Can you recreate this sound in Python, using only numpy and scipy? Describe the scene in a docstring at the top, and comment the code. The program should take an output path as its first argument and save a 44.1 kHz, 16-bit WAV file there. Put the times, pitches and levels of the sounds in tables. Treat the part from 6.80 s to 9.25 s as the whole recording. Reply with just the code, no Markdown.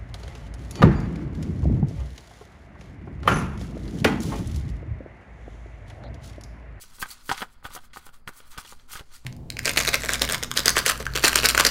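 """First a hiss and a hollow rub: two hands shuffle large cards overhand above a cloth-covered table.
Friction is random slips, flickering in level and shaped into a hiss and a resonant rubbing tone.
Knocks ring as damped modes of the struck table and cards, driven by a snap and a rattle of single cards.
Air puffs are pressure swings, edge scrapes are narrow-band noise and a faint squeak is a gliding sine.
A short dull echo follows the cards; room noise, a faint wavering hum and a slow rumble lie beneath."""
import sys
import numpy as np
from scipy import signal
from scipy.fft import rfft, irfft
from scipy.io import wavfile
from scipy.ndimage import uniform_filter1d

SR = 44100
rng = np.random.default_rng(int(sys.argv[2]) if len(sys.argv) > 2 else 0)


def unload_wav(signal):
    """Save mono or channel-first audio to the path in sys.argv[1] as 16-bit WAV at rate SR, clipped to [-1, 1]."""
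    wavfile.write(
        sys.argv[1],
        SR,
        np.round(np.clip(np.atleast_2d(signal).T, -1, 1) * 32767).astype(np.int16),
    )


N = 108045  # length in samples


def amp(db):
    """Level law: decibels to an amplitude ratio."""
    return 10 ** (np.asarray(db) / 20)


def evened(x):
    """Normalisation to unit root-mean-square."""
    return x / np.sqrt(np.mean(x ** 2) + 1e-20)


def add(mix, s, sound):
    """Superposition: adds a sound in place from time s, cut at the end of the mix."""
    part = mix[round(s * SR):][:len(sound)]
    part += sound[:len(part)]


def colour(x, points):
    """Spectral shaping by an outline of f/Hz, level/dB; -80 dB below it, the last level held above it."""
    hz = np.fft.rfftfreq(len(x), 1 / SR)
    f, db = np.transpose(points)
    outline_db = np.interp(np.log(hz + 1), np.log(f + 1), db, left=-80)
    return evened(irfft(rfft(x) * amp(outline_db), len(x)))


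def resonate(x, hz, width):
    """Simple resonance: two poles, bandwidth in Hz, peak gain near 1."""
    hz = np.clip(hz, 20, SR / 2 - 500)
    b, a = signal.iirpeak(hz, hz / width, SR)
    return signal.lfilter(b, a, x)


def grains(per_s, spread_db):
    """Stick-slip friction as a random train of tiny slips of uneven size."""
    size = amp(spread_db * np.minimum(rng.exponential(1, N), 4))
    slips_now = rng.random(N) < per_s / SR
    return size * rng.standard_normal(N) * slips_now


PATCH_DB = 1.9  # standard deviation of the patches


def patchy(x):
    """Time-varying spectrum: random patches of tone colour drift over time."""
    z = signal.stft(x, nperseg=256, noverlap=192)[2]
    field = uniform_filter1d(rng.standard_normal(z.shape), size=3, axis=0)  # across frequency
    field = evened(uniform_filter1d(field, size=10, axis=1))  # along time
    return evened(signal.istft(z * amp(PATCH_DB * field), nperseg=256, noverlap=192)[1][:N])


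# Course of the friction, one list per pass of the hand: t/s, hiss level/dB before the brightness tilt,
# rub level/dB before RUB_DB, hiss brightness/dB (treble over bass)
PASS_COURSES = [
    [(0.0, -59, -54, 3), (0.024, -40.5, -62, 5), (0.066, -61, -63.5, -14), (0.12, -61.5, -59, -9)],
    [(0.12, -61, -53.5, -8), (0.158, -51.5, -58, 2), (0.186, -58, -63, -6), (0.196, -51, -51, 17),
     (0.226, -33.5, -68, 4), (0.25, -56.5, -47.5, -8), (0.298, -48, -55.5, 5), (0.314, -40.5, -47.5, 3.5),
     (0.37, -61, -57, -14), (0.43, -63.5, -58, -16)],
    [(0.43, -59, -72, 1), (0.49, -45, -49.5, 5), (0.496, -33, -62, -14), (0.504, -45.5, -50, -8),
     (0.518, -37.5, -37.5, -16.5), (0.564, -57, -43, -16), (0.578, -44, -41, -12),
     (0.622, -44.5, -36.5, 7.5), (0.66, -64.5, -69, -10), (0.69, -69, -57, -10)],
    [(0.69, -72, -55.5, -6), (0.734, -62, -64.5, 0.1), (0.75, -76, -61, -6), (0.826, -86, -68, 6),
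     (0.846, -48, -44, 3), (0.868, -48.5, -43, 4), (0.888, -65, -56, -12), (0.958, -39.5, -45.5, 5),
     (0.998, -67, -62.5, -9), (1.056, -59.5, -55.5, 3), (1.1, -86, -73, 0.1)],
    [(1.1, -90, -60, 0.1), (1.128, -81, -66, 0.1), (1.133, -57.5, -54.5, -22), (1.176, -47, -55, 7),
     (1.202, -63, -53.5, -4), (1.254, -60, -58, 6), (1.264, -48, -53, 12.5), (1.27, -53.5, -47.5, 3),
     (1.32, -79, -71, 6), (1.338, -59.5, -51, -2), (1.44, -89, -83, 13)],
    [(1.472, -75, -80, -14), (1.476, -43.5, -78, -2), (1.49, -48, -66, 10), (1.514, -71, -56, 7),
     (1.584, -51.5, -54, 8), (1.64, -70, -56.5, -11), (1.678, -58.5, -55.5, 8), (1.69, -66, -55, 7)],
    [(1.69, -71, -65, 22), (1.718, -46, -51, -4.5), (1.774, -64.5, -50.5, 1), (1.779, -43.5, -49, -8),
     (1.816, -47.5, -48, -5), (1.824, -58.5, -54, -7), (1.916, -46.5, -52.5, -5.5), (1.958, -65.5, -63, -7),
     (2.01, -68.5, -59, -19), (2.07, -74, -81, -16)],
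    [(2.07, -79, -76, -4), (2.09, -56, -49.5, -3), (2.132, -38.5, -46.5, 3), (2.202, -53.5, -40.5, -9),
     (2.232, -70, -73, -16), (2.288, -75, -67, -27.5), (2.348, -47.5, -50.5, -4), (2.422, -71, -84, -20.5),
     (2.45, -65, -56, -9)],
]
# Spectrum of the hiss: f/Hz, relative density level/dB
HISS_SPECTRUM = [(1060, -57), (1800, -11), (3760, -8), (4310, -3.5), (5120, -7), (6250, -6), (9240, -5),
                 (14300, -10.5), (15800, -8.5)]
# Resonances of the hollow rub: f/Hz, bandwidth/Hz, relative level/dB
RUB_MODES = [(1050, 330, 2.5), (1430, 158, 7.5), (2030, 570, -3), (3310, 310, -2), (4160, 450, -6)]
HISS_SLIPS_PER_S, HISS_SPREAD_DB, FLICKER_DB, SPLIT_HZ = 3000, 3.5, 2.0, 7100
RUB_SLIPS_PER_S, RUB_SPREAD_DB, RUB_DB = 6000, 2.5, -4.5


def sliding():
    """Sliding friction: slips between card faces give a broad hiss and excite a hollow rubbing tone."""
    t = np.arange(N) / SR
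    rows = np.concatenate(PASS_COURSES)
    rows = rows[np.argsort(rows[:, 0], kind="stable")]
    hiss_db, rub_db, bright_db = (np.interp(t, rows[:, 0], column) for column in rows[:, 1:].T)

    friction = grains(HISS_SLIPS_PER_S, HISS_SPREAD_DB) + rng.standard_normal(N)
    hiss = patchy(colour(friction, HISS_SPECTRUM))
    dull = signal.filtfilt(*signal.butter(1, SPLIT_HZ, fs=SR), hiss)
    bright = hiss - dull
    hiss = dull * amp(-bright_db / 2) + bright * amp(bright_db / 2)
    flicker = evened(uniform_filter1d(rng.standard_normal(N), 150))

    slips = grains(RUB_SLIPS_PER_S, RUB_SPREAD_DB)
    rub = np.zeros(N)
    for k, (hz, width, db) in enumerate(RUB_MODES):
        rub += (-1) ** k * amp(db) * resonate(slips, hz, width)  # neighbours in opposite phase
    return hiss * amp(FLICKER_DB * flicker + hiss_db) + evened(rub) * amp(RUB_DB + rub_db)


# Spectrum of the room noise: f/Hz, relative density level/dB
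ROOM_SPECTRUM = [(35, -28), (60, -11), (96, -20.5), (130, -20.5), (267, -31.5), (1010, -35.5),
                 (1300, -32.5), (3720, -57), (4920, -41.5), (5660, -79), (15800, -81)]
# Spectrum of the slow rumble: f/Hz, relative density level/dB
RUMBLE_SPECTRUM = [(2.4, -100), (4.0, 18.5), (16, 7), (32, -6.5), (100, -19), (130, -66), (220, -120)]
ROOM_DB, RUMBLE_DB = -62.5, -47.5
HUM_HZ, HUM_WIDTH_HZ, HUM_DB = 240.2, 22, -72


def background():
    """Stationary noise: two shaped spectra, and a hum that wavers because it is narrow-band noise."""
    room_noise, rumble_noise, hum_noise = rng.standard_normal((3, N))
    room = amp(ROOM_DB) * colour(room_noise, ROOM_SPECTRUM)
    rumble = amp(RUMBLE_DB) * colour(rumble_noise, RUMBLE_SPECTRUM)
    hum = resonate(resonate(hum_noise, HUM_HZ, HUM_WIDTH_HZ), HUM_HZ, HUM_WIDTH_HZ)
    return room + rumble + amp(HUM_DB) * evened(hum)


ECHO_DB, ECHO_T60_S, ECHO_RISE_S, ECHO_TOP_HZ = -16, 0.098, 0.0011, 3600


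def echo(x):
    """Reverberation: convolution with exponentially decaying noise, a short dull tail from table and walls."""
    t = np.arange(SR // 3) / SR
    tail = rng.standard_normal(len(t)) * amp(-60 * t / ECHO_T60_S) * np.minimum(t / ECHO_RISE_S, 1)
    tail = signal.lfilter(*signal.butter(1, ECHO_TOP_HZ, fs=SR), tail)
    return amp(ECHO_DB) * signal.fftconvolve(x, tail / np.linalg.norm(tail))[:N]


# Modes of the struck table and cards: f/Hz before detuning, bandwidth/Hz, relative level/dB within the zone
KNOCK_MODES = [(202, 220, -4), (342, 320, -1.5), (526, 258, -3), (803.5, 61, 13), (1000, 360, 9),
               (1257, 212, 7), (1470, 74, 6.5), (1706, 294, 0), (2010, 240, -3.5), (3200, 560, 11),
               (4080, 1030, 2), (7400, 11600, -13), (11600, 5400, -11)]
DETUNE = 0.035  # random detuning per knock: standard deviation as a share of f
BODY_TOP_HZ, TREBLE_FROM_HZ = 650, 2600  # zones: body, ring, treble
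BODY_DB, TREBLE_DB = 6.5, 3.5  # added to the body and treble columns
FOCUS_DB = 31  # loss of a ring mode one octave from the knock's centre, growing as octaves squared
HARD_DB, SOFT_PER_DB = -18, 0.15  # weaker knocks than HARD_DB lose snap, dB per dB
LIGHT_PER_DB = 0.35  # and stir the lowest modes less, dB per octave per dB
SNAP_S, RATTLE_DB = 0.00006, -9


def knock(peak_db, ring_hz, treble_db, body_db, rattle_s, noise, detunes):
    """Modal excitation: a snap and a dying rattle of single cards set damped modes of table and cards ringing."""
    t = np.arange(len(noise)) / SR
    softness_db = min(peak_db - HARD_DB, 0)
    snap = amp(SOFT_PER_DB * softness_db) * t / SNAP_S * np.exp(1 - t / SNAP_S)
    rattle = amp(RATTLE_DB) * noise * np.exp(-t / max(rattle_s, 0.0004))
    drive = snap + rattle

    zones = np.zeros((3, len(t)))
    for (mode_hz, width, db), detune in zip(KNOCK_MODES, detunes):
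        hz = mode_hz * (1 + DETUNE * detune)
        zone = int(mode_hz > BODY_TOP_HZ) + int(mode_hz > TREBLE_FROM_HZ)
        if zone == 0:
            db = db + LIGHT_PER_DB * softness_db * np.log2(BODY_TOP_HZ / hz)
        elif zone == 1:
            db = db - FOCUS_DB * np.log2(hz / ring_hz) ** 2
        zones[zone] += amp(db) * resonate(resonate(drive, hz, 4 * width), hz, width)

    # each zone is scaled to its own peak
    gains = amp([BODY_DB + body_db, 0, TREBLE_DB + treble_db]) / abs(zones).max(1)
    return -amp(peak_db) * gains @ zones


# Impacts of card packets: t/s, peak level of the ring/dB, centre f/Hz of the ring,
# treble level/dB before TREBLE_DB and body level/dB before BODY_DB (both relative to the ring),
# rattle decay time/s (floored at 0.4 ms)
PACKET_KNOCKS = [(0.0378, -41.5, 1470, -6, -10.5, 0.00059), (0.185, -40.5, 1470, -8.0, -13, 0.0039),
                 (0.201, -40.5, 1150, -13, -11, 0.0023), (0.2187, -28.5, 1330, -4, -14.5, 0.003),
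                 (0.2263, -15, 1680, -13, -20, 0.0074), (0.2326, -31, 1540, -5, -17.5, 0.0018),
                 (0.2545, -38, 1370, -20, -27, 0.0016), (0.258, -31, 1540, -14, -14, 0.0035),
                 (0.295, -45, 1520, -3, -15, 0.0047), (0.3064, -43, 1690, -3, -21, 0.0034),
                 (0.4931, -13.5, 1590, -9.5, -14, 0.004), (0.4998, -14, 1420, -11, -15, 0.003),
                 (0.5073, -25, 1320, -11, -11.5, 0.0011), (0.5147, -10, 1086, -12.5, -17.5, 0.0059),
                 (0.5173, -29, 1050.0, -13, -3.5, 0.0021), (0.5474, -33.5, 1690, -3.5, -15, 0.0046),
                 (0.5785, -25, 1810, -10, -23, 0.011), (0.6075, -29, 1250.0, -4, -8, 0.0022),
                 (0.6192, -17.5, 1370, -8, -12, 0.0053), (0.6238, -25, 1420, -2, -6, 0.001),
                 (0.628, -17.5, 1090, -25, -16, 0.0018), (0.634, -26.5, 1250, -21, -15, 0.012),
                 (0.8274, -41.5, 1050.0, -28, -13.5, 0.0014), (0.8452, -36, 1180, -10.5, -7, 0.0028),
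                 (0.8521, -23, 1360, -12, -26, 0.0012), (0.8553, -30.5, 1130.0, -5, -7.5, 0.0043),
                 (0.8635, -31.5, 1330, -10.5, -30, 0.004), (0.8866, -43.9, 1380.0, -17, -10, 0.0034),
                 (0.906, -36, 1390, -9, -19, 0.0047), (0.9126, -44.5, 1150.0, -3, -7, 0.0021),
                 (0.95, -36, 1170, -6, -7, 0.0019), (0.9614, -38.5, 1410, -13, -3.5, 0.0016),
                 (0.9637, -30, 1410, -26, -20, 0.0023), (0.9672, -32, 920, -18, -13, 0.0017),
                 (0.9757, -32.5, 1270, -8, -13.5, 0.0027), (0.989, -37, 1150, -9, -22, 0.002),
                 (1.0373, -46, 1190, -10, -15, 0.0056), (1.1336, -37.5, 1840, -7.5, -19, 0.0044),
                 (1.1394, -43, 1780, -16, -29, 0.0054), (1.161, -31, 1110, -14, -18.5, 0.0013),
                 (1.1707, -25.5, 1170, -16, -12, 0.0011), (1.1735, -33.5, 1500, -12, -21.5, 0.005),
                 (1.2665, -38.5, 1050, -13, -9.5, 0.0037), (1.274, -50, 1150, -21, -27, 0.0058),
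                 (1.2909, -37.5, 1210, -9.5, -13, 0.0016), (1.339, -58, 1400.0, -10, -23, 0.0025),
                 (1.474, -46.5, 1000.0, -25, -0.5, 0.0019), (1.4763, -20.5, 1650, -8, -19.5, 0.0023),
                 (1.4812, -32, 1700.0, -14, -13, 0.003), (1.491, -27, 1170, -24, -11, 0.0012),
                 (1.6035, -40, 1470, -4, -6.5, 0.0015), (1.73, -43, 1370.0, -12, -13, 0.0049),
                 (1.746, -40, 1380, -17, -20, 0.0038), (1.7703, -42, 1370, -19, -8, 0.0015),
                 (1.7766, -28.5, 1494, -5, -13, 0.00035), (1.7838, -26, 1240, -8, -16, 0.0033),
                 (1.7906, -31, 1320, -23, -38, 0.007), (1.8147, -40, 1290, -10, -16, 0.0024),
                 (1.849, -38, 1310, -4, -14, 0.0085), (1.8545, -40.5, 1400, -4.5, -17, 0.0051),
                 (1.8764, -47, 2010.0, 2, -34, 0.0027), (1.9243, -33.5, 950, -11.5, -8.5, 0.00068),
                 (1.9286, -40.5, 1070.0, -19, -12, 0.0057), (1.9973, -49, 1400.0, 0, -14, 0.0022),
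                 (2.1072, -42.5, 1850, -1, -19, 0.0021), (2.1105, -38.5, 1450, -10, -20, 0.0045),
                 (2.1344, -31.5, 1340, -6.5, -16, 0.004), (2.1545, -29, 1520, -7, -13.5, 0.0057),
                 (2.1593, -30.5, 1430, -16, -21, 0.0038), (2.1718, -37, 1900, 0, -13.5, 0.004),
                 (2.1945, -35.5, 1620, -1, -9.5, 0.0024), (2.211, -41, 900.0, -17, -2.5, 0.0061)]
CLICKY_DB = 4.5  # single cards land with very uneven force


def knocks():
    """Impact sequence: the superposed knocks, each with its own rattle noise and mode detuning."""
    mix = np.zeros(N)
    noise = rng.standard_normal((len(PACKET_KNOCKS), 3000))
    force = np.minimum(rng.exponential(1, noise.shape), 5)
    noise = noise * amp(CLICKY_DB * force - 2 * CLICKY_DB)
    detunes = rng.standard_normal((len(PACKET_KNOCKS), len(KNOCK_MODES)))
    for (s, *settings), rattle_noise, detune in zip(PACKET_KNOCKS, noise, detunes):
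        add(mix, s, knock(*settings, rattle_noise, detune))
    return mix


# Air squeezed from between packets: t/s of contact, level/dB before the pulse shape, decay time/s
AIR_PUFFS = [(.227, -38, 0.022), (.494, -38, 0.0019), (.515, -35.5, 0.0062), (0.853, -33, 0.0036),
             (0.904, -42.5, 0.0052), (1.166, -60, 0.0032), (1.476, -30.5, 0.0018), (1.784, -35, 0.0076),
             (2.154, -39.5, 0.0081), (2.209, -35.5, 0.0077)]


def puffs():
    """Air displacement: pressure dips as packets close in, jumps at contact and settles."""
    mix = np.zeros(N)
    t = np.arange(-1500, 1500) / SR  # contact at 0
    for s, db, decay_s in AIR_PUFFS:
        jump = np.tanh(t / 0.00099)
        add(mix, s + t[0], amp(db) * jump * np.exp(-abs(t) / decay_s))
    return mix


# Narrow bright scrapes of a card edge: t/s, length/s, centre f/Hz, level/dB before the swell
EDGE_SCRAPES = [(0.3, 0.04, 4450, -46.5), (0.618, .009, 3295, -33)]
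SCRAPE_WIDTH_HZ = 310


def scrapes():
    """Narrow-band friction: noise through a double resonance, swelling fast and fading."""
    mix = np.zeros(N)
    noises = rng.standard_normal((len(EDGE_SCRAPES), 4000))
    for (s, length, hz, db), noise in zip(EDGE_SCRAPES, noises):
        u = np.arange(0, length, 1 / SR) / length
        band = evened(resonate(resonate(noise, hz, SCRAPE_WIDTH_HZ), hz, SCRAPE_WIDTH_HZ))
        settled = band[-len(u):]
        add(mix, s, amp(db) * np.sin(np.pi * np.sqrt(u)) * settled)
    return mix


# Faint falling squeak, a single row: t/s, length/s, starting f/Hz, glide/(Hz per s), peak level/dB
EDGE_SQUEAK = (.397, .03, 5250, -16000, -65)


def squeak():
    """Linear frequency glide: a short whistle from a card edge that swells and fades."""
    s, length, hz, glide, db = EDGE_SQUEAK
    mix = np.zeros(N)
    t = np.arange(0, length, 1 / SR)
    tone = np.sin(2 * np.pi * (hz * t + glide * t ** 2 / 2))
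    add(mix, s, amp(db) * np.sin(np.pi * t / length) * tone)
    return mix


def scene():
    """Superposition: the cards with their echo, the puffs without one, and the background."""
    cards = sliding() + knocks() + scrapes() + squeak()
    return (cards + echo(cards) + puffs() + background())[None]


EDGE_HZ = 15800


def record(dry):
    """Band limitation: a steep linear-phase low-pass."""
    low_pass = signal.firwin(1023, EDGE_HZ, window=("kaiser", 9), fs=SR)
    return signal.oaconvolve(dry, low_pass[None], "same")


dry = scene()
out = record(dry)
unload_wav(out)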